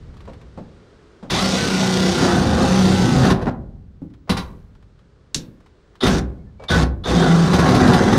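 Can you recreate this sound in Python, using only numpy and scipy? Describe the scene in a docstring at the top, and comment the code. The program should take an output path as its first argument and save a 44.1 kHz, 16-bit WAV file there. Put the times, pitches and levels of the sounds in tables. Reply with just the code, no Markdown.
"""Soft bumps and ticks of handling (noise bursts) come over a rumble and hiss in a garage. Close to a mono
microphone, a cordless drill (harmonics of its shaft) then drives a hole saw through corrugated steel siding:
impulses excite the sheet's modes as drumming and rasp, and sliding tones give squeals and chatter. After one
long cut the saw is knocked back into its groove and a switch snaps; it jams twice on restarting, with faint
squeaks between, then bites hard. Sheet and garage ring on after each stop as decaying noise and modes."""
import sys
import numpy as np
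from scipy import signal
from scipy.fft import rfft, irfft, next_fast_len
from scipy.io import wavfile
from scipy.ndimage import uniform_filter1d, map_coordinates

SR = 44100
rng = np.random.default_rng(int(sys.argv[2]) if len(sys.argv) > 2 else 0)


def materialize(psi):
    """Save the field psi as 16-bit PCM at rate SR to the path in sys.argv[1].

    A 1-D psi becomes a single channel; in a 2-D psi each row is a channel.
    """
    bounded = np.clip(np.atleast_2d(psi).T, -1, 1)
    quanta = np.round(bounded * 32767).astype(np.int16)
    wavfile.write(sys.argv[1], SR, quanta)


N = 360738

# Levels in the tables are relative: gains in the functions shift them.
# Rumble of the wall: (frequency [Hz], level [dB])
RUMBLE = [(15, -35), (24, -10.5), (45, -2.5), (62, -1), (91, -4), (206, -12), (400, -34), (900, -43),
          (2000, -73.5)]
# Faint hiss: (frequency [Hz], level [dB])
HISS = [(150, -6.5), (400, 6.5), (750, -9), (1400, -8), (2500, -17.5), (4100, -18), (8500, -30.5),
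        (12000, -49), (15000, -72.5)]
# Course of the hiss: (time [s], level [dB])
HISS_LEVEL = [(1.25, -52), (3.9, -63.5), (4.8, -60.5), (5.95, -57.5), (6.5, -60.5)]
# The whole wall is set swaying and rumbles on: (time [s], level [dB])
SWAYS = [(0, -34.5), (3.351, -30.5), (4.3, -39), (6.1, -34), (6.75, -28)]
# The drill bumps softly on the wall: (time [s], bump level [dB], thud level [dB])
BUMPS = [(0.275, -25.5, -32), (0.573, -25, -25.5), (0.923, -49, -54.5), (1.226, -24, -28),
         (4.016, -39.5, -22.5), (6.596, -30, -45), (6.62, -28.5, -42)]
# Light ticks and scuffs from handling the drill: (time [s], level [dB])
TICKS = [(0.14, -49), (0.168, -42.5), (0.205, -40.5), (0.2527, -44), (0.295, -46), (0.3327, -40.5),
         (0.413, -43.5), (4.101, -55), (4.137, -47), (4.75, -51), (4.8247, -51), (4.99, -52.5),
         (5.603, -50.5), (5.6606, -46), (5.9534, -43.5), (6.637, -33)]
# Response to a bump on the wall: (frequency [Hz], level [dB])
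WALL = [(100, -10.5), (330, -10), (510, 5), (700, -1), (1100, -9.5), (2000, -24), (3500, -27.5),
        (8500, -41.5), (11000, -58.5), (15000, -75)]
# Colour of ticks and scuffs: (frequency [Hz], level [dB])
SCUFF = [(300, 0), (1100, 13), (2200, 3.5), (3600, 1.5), (8000, -12.5), (15000, -27)]
# Each pull of the trigger: (start [s], stop [s], time for the teeth to take hold [s], drumming level [dB],
# rasp level [dB], starting-current level [dB], starting-current length [s])
RUNS = [(1.298, 3.323, 0.0088, -21, -24, -26.5, 0.074), (6.006, 6.193, 0.024, -17, -24.5, -26.5, 0.059),
        (6.683, 6.834, 0.018, -20.5, -24, -26.5, 0.058), (7.037, 8.2, 0.029, -20, -25, -32, 0.28)]
# Shaft speed that the motor can hold against the load: (time [s], speed [Hz])
SPEED = [(1.45, 355), (1.9, 355.5), (2.25, 353), (2.35, 317), (2.48, 290), (2.57, 293), (2.65, 335),
         (2.9, 345), (3.25, 308), (6.05, 145), (6.8, 140), (7.22, 288), (7.5, 284), (8.18, 230)]
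# How hard the hand makes the teeth bite: (time [s], level [dB])
BITE = [(1.34, -2), (1.66, -2.5), (2.16, -2.5), (2.24, 4), (2.48, 0.5), (2.72, 0.5), (2.9, -1.5),
        (3.13, -0.5), (3.31, 3), (6.06, 4.5), (6.19, -1.5), (6.73, 6.5), (6.84, 2.5), (7.19, 3.5),
        (7.45, 0), (7.6, 4), (7.93, 7), (8.18, 4.5)]
# Gear whine: (multiple of the shaft rate, level [dB])
GEARS = [(4, 5), (8, -3), (13, -6), (16, -7)]
# Resonances of the housing, which the whines sweep through: (frequency [Hz], width [Hz], lift [dB])
HOUSING = [(1230, 260, 5), (3480, 300, 12), (4500, 120, 17), (5680, 160, 9)]
# Singing of the motor windings: (frequency [Hz], level [dB])
WINDINGS = [(300, -22.5), (1100, -5), (2600, -22), (3300, -6.5), (3640, 6), (3850, -8.5), (4100, -9),
            (7000, -31), (9500, -52), (9950, -18.5), (10400, -54), (15000, -60.5)]
# Bands of drumming, grinding and rasp: (lower edge [Hz], upper edge [Hz])
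BANDS = [(20, 300), (300, 2200), (2200, 20000)]
# Broad response of the steel sheet: (frequency [Hz], level [dB])
SIDING = [(18, -62.5), (30, -23.5), (45, -8), (81, -3.5), (139, -6.5), (180, -2), (287, -8.5), (387, -11),
          (595, -15), (730, -10), (914, -16.5), (2600, -30), (3380, -57.5), (5720, -120)]
# Broad response of the saw's cup: (frequency [Hz], level [dB])
CUP = [(2200, 1.5), (2900, 0.5), (3700, 0), (5000, 0.5), (6300, -1.5), (7500, -8), (9800, -12),
       (11000, -23), (13000, -24.5), (15500, -34.5)]
# Resonances of the sheet and the cup: (frequency [Hz], width [Hz], lift [dB])
MODES = [(64, 13, -4), (93.5, 11, 5), (125.4, 19, 4.5), (184, 72, 4.5), (253.6, 18, 7.5), (341.3, 32, 5.5),
         (389.7, 54, 6), (507, 82, 6), (725.5, 12, 3), (815, 13, 5), (1094, 140, 2.5), (1484, 530, 7.5),
         (1775, 110, 3.5), (1969, 82, 7.5), (3614, 300, 5), (3970, 38, 10), (4580, 170, 3),
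         (6140, 250, 2.5), (8700, 180, 2.5), (12200, 570, 3.5), (12800, 400, 5)]
# Decay once the trigger is let go: (drumming t60 [s], grinding t60 [s], rasp t60 [s])
RELEASE_S = (0.18, 0.094, 0.039)
# The saw strikes or snags on the sheet: (time [s], crack level [dB], boom level [dB], clang level [dB])
KNOCKS = [(1.3007, -22.5, -33, -26), (3.244, -26, -17, -11.5), (3.2997, -23.5, -11, -10),
          (3.4154, -41, -18, -27.5), (3.464, -48.5, -14.5, -22), (4.2941, -19.5, -13, -19.5),
          (4.3685, -24.5, -26, -25), (6.031, -22, -4.5, -20.5), (6.0644, -17.5, -17, -16),
          (6.7012, -24, -9.5, -14.5), (6.8261, -34, -9, -25), (7.5305, -20, -11.5, -10.5),
          (7.5878, -22.5, -10, -11), (7.656, -29, -15.5, -8.5), (7.6869, -24, -16, -17),
          (7.7439, -21.5, -12, -15.5), (7.7994, -28.5, -27, -9), (7.872, -24, -7.5, -22),
          (7.9313, -20.5, -14, -27), (8.1258, -27.5, -40, -11)]
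# Colour of a snagging tooth: (frequency [Hz], level [dB])
CRACK = [(2200, 0.5), (4000, -2), (5500, -5), (7500, -17.5), (10000, -14), (13000, -27.5), (15500, -30.5)]
# Modal ring after a blow: (frequency [Hz], level re the crack [dB], t60 [s])
RING = [(62.7, -4.5, .73), (975, -8, .32), (1071, -7.5, .33), (1181, -9, .27), (1400, -8, .17),
        (1760, -8, .14), (1950, -9, .11), (3941, -16, .28), (4800, -12, .11)]
# Squeals and low hums of cup and sheet, and faint squeaks while the drill is stopped:
# (time [s], length [s], frequency [Hz], level [dB])
SQUEALS = [(1.38, 0.24, 537, -28.5), (1.56, 0.13, 1505, -28.5), (2.22, 0.59, 822, -33),
           (2.29, 0.12, 1504, -29), (2.34, 0.52, 526, -25), (2.597, 0.44, 329.7, -23.5),
           (2.78, 0.31, 820, -37), (2.85, 0.34, 1505, -32.5), (6.018, 0.32, 62.4, -24.5),
           (6.07, 0.056, 1537, -31), (6.384, 0.044, 2170, -68), (6.459, 0.051, 1770, -66),
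           (6.58, 0.13, 2270, -52), (6.7, 0.086, 1500, -20), (6.701, 0.27, 63.9, -19),
           (7.07, 0.13, 62, -21), (7.17, 0.074, 3200, -32), (7.197, 0.11, 720, -24),
           (7.22, 0.06, 1500, -31), (7.6, 0.23, 740, -28), (8.04, 0.12, 725, -26)]
# The sheet locks into chatter against the teeth:
# (start [s], end [s], first frequency [Hz], last frequency [Hz], level [dB])
CHATTER = [(1.42, 1.602, 191.7, 190.9, -18.5), (1.68, 2.137, 188.6, 187.7, -18),
           (2.22, 2.354, 188, 183.6, -18.5), (2.41, 2.476, 131.3, 124.7, -17),
           (2.495, 2.579, 79, 79.4, -18.5), (2.63, 2.788, 186.8, 189, -16.5),
           (2.78, 3.04, 190.5, 185.7, -12.5), (3.04, 3.173, 184, 159, -23), (3.16, 3.275, 136.6, 120, -14),
           (6.765, 6.826, 167.2, 161.6, -14.5), (7.15, 7.259, 179.4, 156, -12),
           (7.265, 7.361, 156.7, 180.9, -10), (7.345, 7.447, 166.3, 170.1, -10.5),
           (7.46, 7.58, 174, 174.2, -11), (7.59, 7.681, 166.3, 157.7, -12), (7.84, 7.916, 212.6, 237, -14),
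           (7.975, 8.032, 237, 210.6, -16), (8.055, 8.134, 200.8, 227.5, -13)]
# Overtones of the chatter: (multiple, level [dB])
FLAP = [(1, 0), (2, -16), (3, -20), (4, -22)]
# The teeth drag lightly over the edge of the hole: (start [s], end [s], level [dB])
DRAGS = [(3.325, 3.42, -31.5), (3.455, 3.486, -27.5), (4.273, 4.291, -36.5)]
# Colour of the dragging teeth: (frequency [Hz], level [dB])
SCRAPE = [(120, -13.5), (300, 2), (700, 5.5), (1400, -8.5), (2400, -18.5), (4500, -25.5), (8000, -39),
          (15000, -58)]
# A switch on the drill snaps over: (time [s], snap level [dB], thud level [dB])
CLICKS = [(5.3447, -3, -25.5)]
# Response of the drill's casing: (frequency [Hz], level [dB])
CASING = [(400, -37.5), (700, -20), (1060, -7), (1950, -12), (2600, -8.5), (4200, 3.5), (4900, -3.5),
          (5600, 3), (7300, -4), (10000, -13), (15500, -36)]
# Reverberation time of the garage: (frequency [Hz], t60 [s])
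GARAGE = [(60, 1), (200, 0.61), (500, 0.65), (1200, 0.44), (4000, 0.21), (12000, 0.087)]

SWAY_T60_S, RUMBLE_DB = 2.8, -55  # decay of the sway; the rumble that is always there
FREE_HZ, LABOUR_HZ = 366, 293  # shaft speed with no load, and with the teeth fully sunk
SPIN_DELAY_S, SPIN_UP_S, BRAKE_S = .022, .036, .06  # the motor hesitates, then gathers and loses speed
# gear whine; its lift while the motor pulls up, half of it at this acceleration
WHINE_DB, SURGE_DB, SURGE_HZ_PER_S = -41.5, 21, 2200
GEARING, REPEAT_SHARE = 11.3, .5  # shaft turns per turn of the saw; share of cutting that recurs each turn
GRIND_DB = -21  # relative level of grinding at a bite of 0 dB
DRUM_PER_BITE, RASP_PER_BITE = 0.36, 0.25  # dB for each dB of bite
SUNK_DRUM_DB, SUNK_RASP_DB = 2.5, -5.5  # sunk teeth shake the sheet more and rasp less
DEEPEN_DRUM_DB_PER_S, DEEPEN_RASP_DB_PER_S = 4, -0.8  # and so does a groove that deepens
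HARD_DB = -30  # a weaker crack than this leaves the modes almost still
CHATTER_FADE_S = .03  # each bout builds up and dies away
TOP_HZ = 15700  # band limit


def amp(db):
    """Level to amplitude: 20 dB is a factor of ten."""
    return 10 ** (np.asarray(db) / 20)


def unit(x):
    """Normalise the root mean square to 1."""
    return x / np.sqrt(np.mean(x ** 2) + 1e-20)


def along(points, hz):
    """Interpolate a spectrum linearly over log frequency."""
    f, v = np.transpose(points)
    return np.interp(np.log(hz + 1), np.log(f + 1), v)


def curves(rows):
    """Interpolate each column after the time to one value per sample."""
    s, *cols = np.transpose(rows)
    return [np.interp(np.arange(N) / SR, s, c) for c in cols]


def gate(start, end, fade):
    """Window of 1 from start to end, with linear edges outside."""
    t = np.arange(N) / SR
    return np.clip(1 + np.minimum((t - start) / 0.0048, (end - t) / fade), 0, 1)


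def envelope(start, attack, stop, t60):
    """Build-up from start, steady state until stop, then exponential decay."""
    t = np.arange(N) / SR
    rise = 1 - np.exp(-(np.maximum(t - start, 0) / attack) ** 2)
    return rise * amp(-60 * np.clip((t - stop) / t60, 0, 3))


def wobble(rate):
    """Slow random modulation: a smooth curve through rate random knots a second."""
    knots = rng.standard_normal(int(N * rate / SR) + 4)
    coarse = np.arange(0, N, 16)
    return np.interp(np.arange(N), coarse, map_coordinates(knots, [coarse * rate / SR]))


def add(track, s, sound):
    """Superpose a sound on a track at time s."""
    part = track[max(round(s * SR), 0):][:len(sound)]
    part += sound[:len(part)]


def body(level_db, size=16384):
    """Minimum-phase impulse response of energy 1, from the cepstrum of a gain in dB by frequency."""
    db = level_db(np.fft.rfftfreq(size, 1 / SR))
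    cepstrum = irfft(np.log(amp(db - db.max()) + 1e-6))
    # folding the cepstrum onto positive times makes the response causal
    cepstrum[1:size // 2] *= 2
    cepstrum[size // 2 + 1:] = 0
    response = irfft(np.exp(rfft(cepstrum)))[:size // 2]
    return response / np.linalg.norm(response)


def through(x, response):
    """A linear body answers by convolution with its impulse response."""
    return signal.oaconvolve(x, response)[:len(x)]


def coloured(x, spectrum):
    """Filter x by a body with the given spectrum."""
    return through(x, body(lambda hz: along(spectrum, hz)))


def noise(spectrum):
    """Stationary random noise with the given spectrum, rms about 1."""
    return coloured(rng.standard_normal(N), spectrum)


def burst(t60, attack, size=22050):
    """Transient noise: a quick onset, then exponential decay from rms 1."""
    t = np.arange(size) / SR
    return rng.standard_normal(size) * amp(-60 * t / t60) * (1 - np.exp(-t / attack))


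def peaks(resonances, hz):
    """Resonance curves: each lift halves at half its width from the centre."""
    return sum(db / (1 + (2 * (hz - centre) / width) ** 2) for centre, width, db in resonances)


def sheet(spectrum, lo, hi):
    """Modal response of the steel within one band."""
    def level_db(hz):
        edges = -10 * np.log10((1 + (lo / (hz + 1)) ** 10) * (1 + (hz / hi) ** 10))
        return along(spectrum, hz) + peaks(MODES, hz) + edges
    return body(level_db)


def background():
    """Random vibration: a low uneven rumble swells and decays with each sway of the wall, over a faint hiss."""
    sway = sum(amp(db) * envelope(s, 0.0091, s, SWAY_T60_S) for s, db in SWAYS)
    rumble = np.hypot(amp(RUMBLE_DB), sway) * amp(1.5 * wobble(2.0))
    return rumble * noise(RUMBLE) + amp(curves(HISS_LEVEL)[0]) * noise(HISS)


def handling():
    """Impact excitation: soft bumps make the wall thud; grip and saw scuff lightly."""
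    bump, thud, scuff = np.zeros((3, N))
    for s, db, thud_db in BUMPS:
        add(bump, s, amp(db - 7.5) * burst(t60=.17, attack=.0015))
        add(thud, s, amp(thud_db - 2.5) * burst(t60=0.27, attack=0.0027))
    for s, db in TICKS:
        add(scuff, s, amp(db - 4) * burst(t60=.07, attack=.0006))
    thud_hz_db = [(60, -8.5), (170, 3.5), (290, -1.5), (450, -20.0), (1500, -66.0)]
    return coloured(bump, WALL) + coloured(scuff, SCUFF) + coloured(thud, thud_hz_db)


def motor():
    """Inertia delays the shaft: its speed, how far the teeth are sunk (0-1) and seconds since the trigger."""
    t = np.arange(N) / SR
    held = curves(SPEED)[0]
    starts, stops = np.transpose(RUNS)[:2]
    run = np.maximum(np.searchsorted(starts, t) - 1, 0)
    age = np.maximum(t - starts[run], 0)
    spin_up = 1 - np.exp(-np.maximum(age - SPIN_DELAY_S, 0) / SPIN_UP_S)
    speed = held * spin_up * np.exp(-np.maximum(t - stops[run], 0) / BRAKE_S)
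    sunk = np.clip((FREE_HZ - held) / (FREE_HZ - LABOUR_HZ), 0, 1)
    return speed, sunk, age


def drill(strain_db=30, sunk_db=-2, fade_db_per_s=-4):
    """Rotational harmonics: gear whine tracks the shaft and grows with speed; windings sing at each pull."""
    speed, sunk, age = motor()
    # a loaded motor runs less evenly and its whine is duller
    load = sunk * np.maximum(1 - speed / FREE_HZ, 0)
    uneven_hz = speed + .35 * wobble(30) + 7 * load * wobble(150)
    phase = 2 * np.pi * np.cumsum(uneven_hz) / SR
    whine = np.zeros(N)
    for order, level in GEARS:
        dulling_db = strain_db * load * abs(np.log2(order / GEARS[0][0]))
        tone_db = level + peaks(HOUSING, order * speed) - dulling_db + 1.8 * wobble(28)
        whine += amp(tone_db) * np.sin(order * phase)
    current = sum(amp(level) * gate(s + 0.0036, s + length, fade=.03) for s, *_, level, length in RUNS)
    pull = np.maximum(np.gradient(speed) * SR, 0)
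    surge_db = SURGE_DB * pull / (pull + SURGE_HZ_PER_S)
    # the whine weakens after the first second of a cut
    db = WHINE_DB + surge_db + sunk_db * sunk + fade_db_per_s * np.maximum(age - 1, 0)
    return amp(db) * np.sqrt(speed / FREE_HZ) * whine + current * noise(WINDINGS)


def forces(drum_lag=1.9):
    """Driving forces of drumming, grinding and rasp; the heavy sheet is the slowest to get going."""
    bite_db = curves(BITE)[0]
    speed, sunk, age = motor()
    drum, grind, rasp = np.zeros((3, N))
    for start, stop, attack, drum_db, rasp_db, *_ in RUNS:
        drum += amp(drum_db) * envelope(start, drum_lag * attack, stop, RELEASE_S[0])
        grind += amp(GRIND_DB) * envelope(start, attack, stop, RELEASE_S[1])
        rasp += amp(rasp_db) * envelope(start, attack, stop, RELEASE_S[2])
    drum_lift_db = DRUM_PER_BITE * bite_db + SUNK_DRUM_DB * sunk + DEEPEN_DRUM_DB_PER_S * age
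    rasp_lift_db = RASP_PER_BITE * bite_db + SUNK_RASP_DB * sunk + DEEPEN_RASP_DB_PER_S * age
    return drum * amp(drum_lift_db), grind * amp(bite_db), rasp * amp(rasp_lift_db)


def bout(start, end):
    """Self-excited vibration builds up, holds and dies away."""
    t = np.arange(N) / SR
    return np.clip(.5 + np.minimum(t - start, end - t) / CHATTER_FADE_S, 0, 1)


def chips(rate, spread_db):
    """Shot noise of rms 1: random impulses of uneven size as bits of steel tear off."""
    hits = rng.random(N) < rate / SR
    return unit(hits * rng.standard_normal(N) * amp(spread_db * rng.standard_normal(N)))


def burrs(turns, count):
    """Periodic excitation: the teeth meet the same burrs each turn, until these wear away; rms 1 in the runs."""
    laps = np.arange(int(turns[-1]) + 1)[:, None]
    # averaging over seven turns lets each burr change slowly
    height = uniform_filter1d(rng.standard_normal((len(laps), count)), size=7, axis=0)
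    at = np.interp((laps + rng.random(count)).ravel(), turns, np.arange(N))
    at, height = at[at < N - 1], height.ravel()[at < N - 1]
    # each hit is shared between the two nearest samples
    whole = at.astype(int)
    hits = np.bincount(whole, height * (1 - at + whole), N)
    hits += np.bincount(whole + 1, height * (at - whole), N)
    return unit(hits) * np.sqrt(sum(stop - start for start, stop, *_ in RUNS) * SR / N)


def shifting(x, depth_db):
    """Modal excitation depends on place: as contact travels round the groove, the favoured modes change."""
    z = signal.stft(x, nperseg=1024)[2]
    over_hz = uniform_filter1d(rng.standard_normal(z.shape), size=4, axis=0)
    field = uniform_filter1d(over_hz, size=5, axis=1)
    return signal.istft(z * unit(amp(depth_db * unit(field))), nperseg=1024)[1][:N]


def cutting(siding, teeth=12, bite_db=-2.0, runout_db=0.75):
    """Forced vibration: teeth tear chips and rattle over burrs, as pressure sways each turn and the hand wavers."""
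    speed = motor()[0]
    turns = np.cumsum(speed * (1 + .0015 * wobble(20))) / SR / GEARING
    turn = 2 * np.pi * turns
    pressure = unit(amp(bite_db * np.sin(teeth * turn) + runout_db * np.sin(turn) + 0.16 * wobble(55)))
    fresh = np.sqrt(1 - REPEAT_SHARE * np.minimum(speed / LABOUR_HZ, 1))

    def tear(chip, count):
        return pressure * (fresh * chip + np.sqrt(REPEAT_SHARE) * burrs(turns, count))

    drum_force, grind_force, rasp_force = forces()
    # chatter takes over from random drumming
    locked = np.minimum(sum(bout(start, end) for start, end, *_ in CHATTER), 1)
    drum_hits = tear(chips(rate=2500, spread_db=1.5), count=90)
    grind_hits = tear(chips(rate=3500, spread_db=2.0), count=140)
    rasp_hits = tear(chips(rate=7000, spread_db=2.5), count=300)
    drum = through(drum_force * amp(-4.0 - 2.4 * locked) * drum_hits, siding[0])
    grind = through(grind_force * amp(-3.5) * grind_hits, siding[1])
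    rasp = through(rasp_force * amp(-2.5) * rasp_hits, siding[2])
    return drum + shifting(grind + rasp, depth_db=2.0)


def ringing(hz, t60, width_hz=27):
    """Free decay of a mode of the loose sheet; its phase drifts at random as it rattles."""
    t = np.arange(SR) / SR
    drift = np.cumsum(rng.standard_normal(SR)) * np.sqrt(2 * np.pi * width_hz / SR)
    return amp(-60 * t / t60) * np.sin(2 * np.pi * hz * t + drift)


def knocks(siding):
    """Impulsive excitation: each blow cracks and clangs and leaves the sheet booming and ringing."""
    boom, clang, crack, ring = np.zeros((4, N))
    for s, crack_db, boom_db, clang_db in KNOCKS:
        # a running saw presses on the sheet
        damped_db = -5 * any(start < s < stop for start, stop, *_ in RUNS)
        add(boom, s, amp(boom_db + damped_db) * burst(t60=0.21, attack=0.0014))
        add(clang, s, amp(clang_db + damped_db) * burst(t60=.16, attack=.0012))
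        add(crack, s, amp(crack_db) * burst(t60=0.15, attack=0.0029))
        # only hard contacts set the modes ringing
        ring_db = crack_db + damped_db + min(crack_db - HARD_DB, 0)
        add(ring, s, amp(ring_db) * sum(amp(db) * ringing(hz, t60) for hz, db, t60 in RING))
    struck = through(boom, siding[0]) + through(clang, siding[1])
    return ring + struck + through(crack, sheet(CRACK, *BANDS[2]))


def squeals():
    """Frequency and amplitude modulation: single sliding tones waver in pitch, swell and fade."""
    out = np.zeros(N)
    for s, length, hz, db in SQUEALS:
        swell = signal.windows.tukey(int(length * SR))
        waver = (.004 * wobble(100) + .009 * wobble(14))[:len(swell)]
        phase = 2 * np.pi * np.cumsum(hz * (1 + waver)) / SR
        add(out, s, amp(db) * swell * np.sin(phase))
    return out


def chatter():
    """Self-excited vibration: the sheet flaps at a low mode; its pitch slides as the teeth pull on it."""
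    out, t = np.zeros(N), np.arange(N) / SR
    waver, flutter = 1 + .014 * wobble(45), amp(1.5 * wobble(30) - 3.6)
    for start, end, first_hz, last_hz, db in CHATTER:
        swell = bout(start, end)
        on = swell > 0
        slide_hz = np.interp(t[on], [start, end], [first_hz, last_hz])
        phase = 2 * np.pi * np.cumsum(slide_hz * waver[on]) / SR
        out[on] += amp(db) * swell[on] * sum(amp(level) * np.sin(k * phase) for k, level in FLAP)
    return np.sqrt(2) * flutter * out


def drags():
    """Sliding friction: coasting or sliding teeth scrape the sheet in uneven little slips."""
    contact = sum(amp(db) * envelope(start, 0.0022, end, .13) for start, end, db in DRAGS)
    return coloured(contact * amp(3.3 * wobble(70)) * chips(rate=2500, spread_db=3.5), SCRAPE)


def clicks():
    """Structure-borne impact: the switch snaps in the hard casing and a thud passes on to the wall."""
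    snap, thud = np.zeros((2, N))
    for s, db, thud_db in CLICKS:
        add(snap, s, amp(db) * (burst(t60=.016, attack=.002) + amp(-17) * burst(t60=.12, attack=.004)))
        add(thud, s, amp(thud_db) * burst(t60=0.43, attack=0.0066))
    thud_hz_db = [(50, -2.5), (170, 3.5), (300, -1.0), (480, -10.0), (800, -27.0), (2500, -42.5)]
    return coloured(snap, CASING) + coloured(thud, thud_hz_db)


def garage(x):
    """Reverberation: the diffuse tail of walls and siding decays exponentially, longest in the bass."""
    hz, t, z = signal.stft(rng.standard_normal(3 * SR // 2), SR, nperseg=256)
    decay = amp(-60 * t / along(GARAGE, hz)[:, None])
    tail = signal.istft(z * decay / np.linalg.norm(decay, axis=1, keepdims=True), SR, nperseg=256)[1]
    wet_hz_db = [(60, -2.5), (300, 0.0), (1200, -2.0), (4000, -6), (12000, -5.0)]
    delayed_tail = np.pad(tail / np.linalg.norm(tail), (int(.008 * SR), 0))
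    return through(coloured(x, wet_hz_db), delayed_tail)


def scene():
    """Superposition: all sources add and reach both channels alike."""
    siding = [sheet(spectrum, *band) for spectrum, band in zip([SIDING, SIDING, CUP], BANDS)]
    work = handling() + drill() + cutting(siding) + knocks(siding) + squeals() + drags() + clicks()
    mono = background() + work + chatter() + amp(-13.0) * garage(work)
    return np.array([mono, mono])


def record(dry):
    """Saturation rounds off the loudest peaks; a band limit then removes all above it."""
    soft = dry / (1 + np.abs(dry / .85) ** 6) ** (1 / 6)
    size = next_fast_len(N + 8192)
    passed = np.fft.rfftfreq(size, 1 / SR) < TOP_HZ
    return irfft(rfft(soft, size) * passed, size)[:, :N]


dry = scene()
out = record(dry)
materialize(out)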